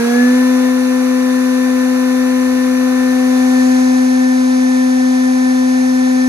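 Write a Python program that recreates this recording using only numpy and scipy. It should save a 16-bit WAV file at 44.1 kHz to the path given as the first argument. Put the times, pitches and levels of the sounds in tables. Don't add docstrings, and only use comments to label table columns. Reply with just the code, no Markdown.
import sys
import numpy as np
from scipy import signal
from scipy.fft import rfft, irfft
from scipy.io import wavfile

SR = 44100
rng = np.random.default_rng(int(sys.argv[2]) if len(sys.argv) > 2 else 0)


def persist_wave(psi):
    counts = np.round(np.clip(psi, -1, 1) * 32767).astype(np.int16)
    wavfile.write(sys.argv[1], SR, np.atleast_2d(counts).T)


N = 276948
TIME = np.arange(N) / SR
BIN_HZ = np.arange(N // 2 + 1) * SR / N
SIDE = np.array([[.5], [-.5]])

START_SPEED, RAMP_PER_S = 233.5, 58.5
TOP_SPEED, KNEE = 255.1, 2.7
CREEP, CREEP_S = 1.2, 2.4


def shaft_speed():
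    running = TOP_SPEED - CREEP * np.exp(-TIME / CREEP_S)
    ramp = START_SPEED + RAMP_PER_S * TIME
    return running - KNEE * np.logaddexp(0, (running - ramp) / KNEE)


HUM_DB_PER_SPEED = 0.26
CLOSEST_HUM_DB = 2
SHAKE_S, SHAKE_BUILD_S, SHAKE_DECAY_S, SHAKE_DB = 0.24, 0.093, 0.17, 4.5
START_PAN_DB, SHIFT_S, SHIFT_TAKES_S = -4.5, 0.32, 0.37


def hum(shaft, speed, near, closest, waver_db=0.11):
    level_db = blend(-13.5, -12, near)
    settled_pan_db = blend(5.7, 3.5, near)
    lead = blend(0.22, -0.35, near)
    level_db = level_db + HUM_DB_PER_SPEED * (speed - TOP_SPEED) + CLOSEST_HUM_DB * closest
    level_db = level_db + SHAKE_DB * swell(SHAKE_S, SHAKE_BUILD_S, SHAKE_DECAY_S)
    pan_db = blend(START_PAN_DB, settled_pan_db, ease(SHIFT_S, SHIFT_TAKES_S))
    return tone(shaft, level_db + waver_db * drift(9), pan_db, lead)


# [multiple of shaft speed, level/dB, left-right/dB, left lead/rad]
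WHINE_FAR_LINES = [(2, -23, -1, -1.48), (3, -40.5, 2.5, 1.36), (4, -33, 2.5, -0.94), (5, -58, 10, -1.7),
                   (6, -47, 6, -1), (7, -35, 8, -1.46), (14, -50.5, -6.5, -1.4), (16, -64, -1, 0)]
WHINE_NEAR_LINES = [(2, -23.5, 0, -2.5), (3, -34.5, 4.5, -2), (4, -37.5, -7, -1.5), (5, -49.5, 0, 1.5),
                    (6, -42.5, 0.5, -2.5), (7, -30.5, 0.5, -2.5), (14, -48, -6.5, -4), (16, -63, -1, -2)]
# [f/Hz, width/Hz, level change/dB]
HOUSING_RESONANCES = [(471, 9.1, 2.5), (486, 5, 3), (721, 23, 10.5), (737, 12, 6), (970.7, 63, -14.5),
                      (1630, 26, 1), (1720, 71, 10.5)]
SPOT_ORDER, SPOT_S, SPOT_WIDTH_S, SPOT_DB = 3, 3.36, 0.4, 3.5


def whine(shaft, speed, near, flutter_db=0.24, flutter_rate=9, twist=.007):
    out = np.zeros((2, N))
    shaft = shaft + twist * drift(12)
    for far_row, near_row in zip(WHINE_FAR_LINES, WHINE_NEAR_LINES):
        order = round(far_row[0])
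        level_db, pan_db, lead = [blend(a, b, near) for a, b in zip(far_row[1:], near_row[1:])]
        for hz, width, peak_db in HOUSING_RESONANCES:
            detuning = 2 * (order * speed - hz) / width
            level_db = level_db + peak_db * np.exp(-detuning ** 2)
        if order == SPOT_ORDER:
            level_db = level_db + SPOT_DB * swell(SPOT_S, SPOT_WIDTH_S, SPOT_WIDTH_S)
        level_db = level_db + flutter_db * min(order, 10) * drift(flutter_rate)
        start_angle = rng.uniform(0, 2 * np.pi)
        out += tone(order * shaft + start_angle, level_db, pan_db, lead)
    return out


# [multiple of shaft speed, level/dB, left-right/dB, left lead/rad]
BEARING_TONES = [(20.86, -56, -1, -3.3), (34.79, -56.5, -7, -2), (38.15, -59, -6, -4.8)]


def bearings(shaft, flutter_db=4.0):
    out = np.zeros((2, N))
    for multiple, level_db, pan_db, lead in BEARING_TONES:
        slipping = multiple * shaft + .5 * drift(8)
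        out += tone(slipping, level_db + flutter_db * drift(12), pan_db, lead)
    return out


# [f/Hz, level/dB per Hz, left-right/dB, likeness of the ports 0-1, left lead/rad]
AIR_RUSH_FAR = [(25, -88, 1.1, 0.67, 0), (50, -81, -1, 0.75, -1), (75, -73, 0, 0.96, 0.5),
                (110, -73.5, -6, 1, 0), (193, -65, 4, 0.55, 1), (305, -66.5, 11.5, 0.3, 1),
                (404, -61, -7, 0.98, 2.5), (620, -65.5, 1, 0.7, -2.5), (730, -62, 0.8, 0.76, 1),
                (924, -64, -5, 0.75, -2), (1220, -61.5, 1.5, 0.72, -0.5), (1830, -62.5, -1, 0.74, -1.67),
                (2430, -65, 4, 0.36, -2), (2800, -68.5, -2, 0.67, -2.5)]
AIR_RUSH_NEAR = [(25, -86, 6, 0.71, 2), (50, -83, -2, 0.65, 0), (75.4, -71.5, 0, 1, -0.5),
                 (110, -75, -0.2, 1, -1.5), (197, -66, 0, 0.61, 1.5), (306, -63.5, 3, 0.18, -10.5),
                 (370, -68, -5.5, 0.52, 12.3), (590, -65, -2, 0.47, -4), (756, -59, 6.5, 0.96, -1.0),
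                 (907, -65.5, -3.5, 0.94, -1.5), (1260, -64.5, -0.5, 0.49, -2),
                 (1790, -65, 3.5, 0.85, -2.5), (2460, -67, 0.5, 0.16, -5.5), (2930, -75, -2, 0.1, -3)]
VENT_HISS_FAR = [(3200,-72,0.5,.97,-3.14), (4100,-68.5,-4,0.25,-3.8), (4550,-72,-2,0.5,-5.4),
                 (5160,-72,-0.5,0.9,-3.14), (5800,-67,-4,0.45,-2.2), (6400,-70,1.5,0.42,-1.6),
                 (7200,-75,1.6,0.5,-1.2), (8100,-78,-1.1,0.7,-3.2), (9200,-74,-12,0.5,-4.3),
                 (10200,-77,-9,0.5,-5.6), (11200,-79,0,.9,-6.2), (12300,-79.5,0,0.9,-6.4),
                 (13500,-81,0.5,0.5,-8.2), (14200,-81.5,0,1,-9.42)]
VENT_HISS_NEAR = [(3200,-74.5,-2,0.55,2.4), (4100,-70,-3,0.64,0.4), (4550,-71.3,-1.5,0.88,0),
                  (5270,-70,-3.5,0.6,2.7), (5830,-68.1,-3.5,0.39,2.2), (6400,-68,0.9,0.8,-0.3),
                  (7160,-76,7,0.35,-1), (8150,-79,3,0.62,-2.7), (9200,-75,-11,0.42,-4.3),
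                  (10150,-75.7,-8.5,0.5,-5.5), (11200,-81.5,0,0.95,-6.3), (12300,-85,0,0.9,-6.4),
                  (13500,-89.5,0.2,0.3,-8.2), (14200,-86,0,1,-9.42)]


def air(shaft, near, throb=0.09):
    from_far = stereo_noise(list(AIR_RUSH_FAR) + list(VENT_HISS_FAR))
    from_near = stereo_noise(list(AIR_RUSH_NEAR) + list(VENT_HISS_NEAR))
    flow = np.sqrt(1 - near) * from_far + np.sqrt(near) * from_near
    return flow * (1 + throb * np.sin(shaft))


# [f/Hz, level/dB per Hz, left-right/dB, likeness of the ports 0-1, left lead/rad]
VENT_JET = [(2500, -108, 3, .5, 0), (4200, -74, 4, .6, 0), (5240, -87, 5, 0.2, 1.5),
            (6500, -70, 7, 0.4, 0.34), (7500, -79, 3, 0.4, -1.2), (10000, -95, 0, .5, -2),
            (14000, -115, 0, .5, -2)]


def jet(crossing_s=3.68, width_s=0.39):
    return stereo_noise(VENT_JET) * np.exp(-((TIME - crossing_s) / width_s) ** 2)


# [t/s, f/Hz, fundamental level/dB, octave level/dB]
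DRONE_CURVE = [(2.2, 75.5, -54, -58), (2.9, 79.9, -52, -53.5), (3.4, 75.5, -54.5, -59),
               (3.75, 72, -52.5, -48), (4.25, 69.8, -63, -56), (5.2, 69.5, -63, -58),
               (5.65, 71.4, -54.5, -48.5), (5.95, 71.4, -57, -48), (6.15, 72, -63, -64)]
DRONE_ENTERS_S, DRONE_ATTACK_S = 2.13, 0.08


def drone(waver_hz=.6):
    hz, low_db, octave_db = in_time(DRONE_CURVE)
    angle = angle_of(hz + waver_hz * drift(4.7))
    both = tone(angle, low_db, 0, 0) + tone(2 * angle, octave_db, 0, 0)
    return both * ease(DRONE_ENTERS_S, DRONE_ATTACK_S)


MAINS_HZ, MAINS_DB = 300, -53


def mains():
    return tone(angle_of(np.full(N, MAINS_HZ)), MAINS_DB, 0, 0)


START_EXTRA_DB, SINK_DB_PER_S, SETTLE_S, SETTLE_TAKES_S = 3.0, 3.5, 0.71, 0.04


def settling_db():
    return (START_EXTRA_DB - SINK_DB_PER_S * TIME) * (1 - ease(SETTLE_S, SETTLE_TAKES_S))


def tone(angle, level_db, pan_db, lead):
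    return np.sqrt(2) * from_db(level_db + SIDE * pan_db) * np.sin(angle + SIDE * lead)


def stereo_noise(table):
    points, *columns = np.transpose(table)
    level_db, pan_db, alike, lead = [np.interp(np.log(BIN_HZ + 1), np.log(points), c) for c in columns]
    alike = np.clip(alike, 0, 1)
    direct = rfft(rng.standard_normal(N))
    diffuse = rfft(rng.standard_normal((2, N)))
    both = np.sqrt(alike) * direct * np.exp(1j * SIDE * lead) + np.sqrt(1 - alike) * diffuse
    return irfft(both * from_db(level_db + SIDE * pan_db), N) * np.sqrt(SR / 2)


def drift(rate):
    slow = irfft(rfft(rng.standard_normal(N)) / (1 + (BIN_HZ / rate) ** 4), N)
    return slow / slow.std()


def angle_of(hz):
    return 2 * np.pi * np.cumsum(hz) / SR


def from_db(db):
    return 10 ** (np.asarray(db) / 20)


def in_time(rows):
    s, *columns = np.transpose(rows)
    return [np.interp(TIME, s, c) for c in columns]


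def blend(start, end, share):
    return start + share * (end - start)


def ease(middle_s, takes_s):
    return .5 + .5 * np.tanh(2 * (TIME - middle_s) / takes_s)


def swell(peak_s, rise_s, decay_s):
    since = TIME - peak_s
    return np.exp(-np.where(since < 0, (since / rise_s) ** 2, since / decay_s))


MOVE_S, MOVE_TAKES_S = 3.4, 0.8
CLOSEST_S, CLOSING_S, LEAVING_S, CLOSEST_MOTOR_DB = 3.69, 0.44, 0.46, 1.5
AIR_TURNS_S = 3.49


def scene():
    speed = shaft_speed()
    shaft = angle_of(speed)
    near = ease(MOVE_S, MOVE_TAKES_S)
    air_near = ease(AIR_TURNS_S, MOVE_TAKES_S)
    closest = swell(CLOSEST_S, CLOSING_S, LEAVING_S)
    motor = whine(shaft, speed, near) + bearings(shaft) + air(shaft, air_near)
    motor = from_db(CLOSEST_MOTOR_DB * closest) * motor
    settled = from_db(settling_db()) * (hum(shaft, speed, near, closest) + motor)
    return settled + jet() + drone() + mains()


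CUTOFF_HZ = 15750


def record(dry):
    lowpass = signal.ellip(12, .1, 90, CUTOFF_HZ, fs=SR, output="sos")
    return signal.sosfilt(lowpass, dry)


dry = scene()
out = record(dry)
persist_wave(out)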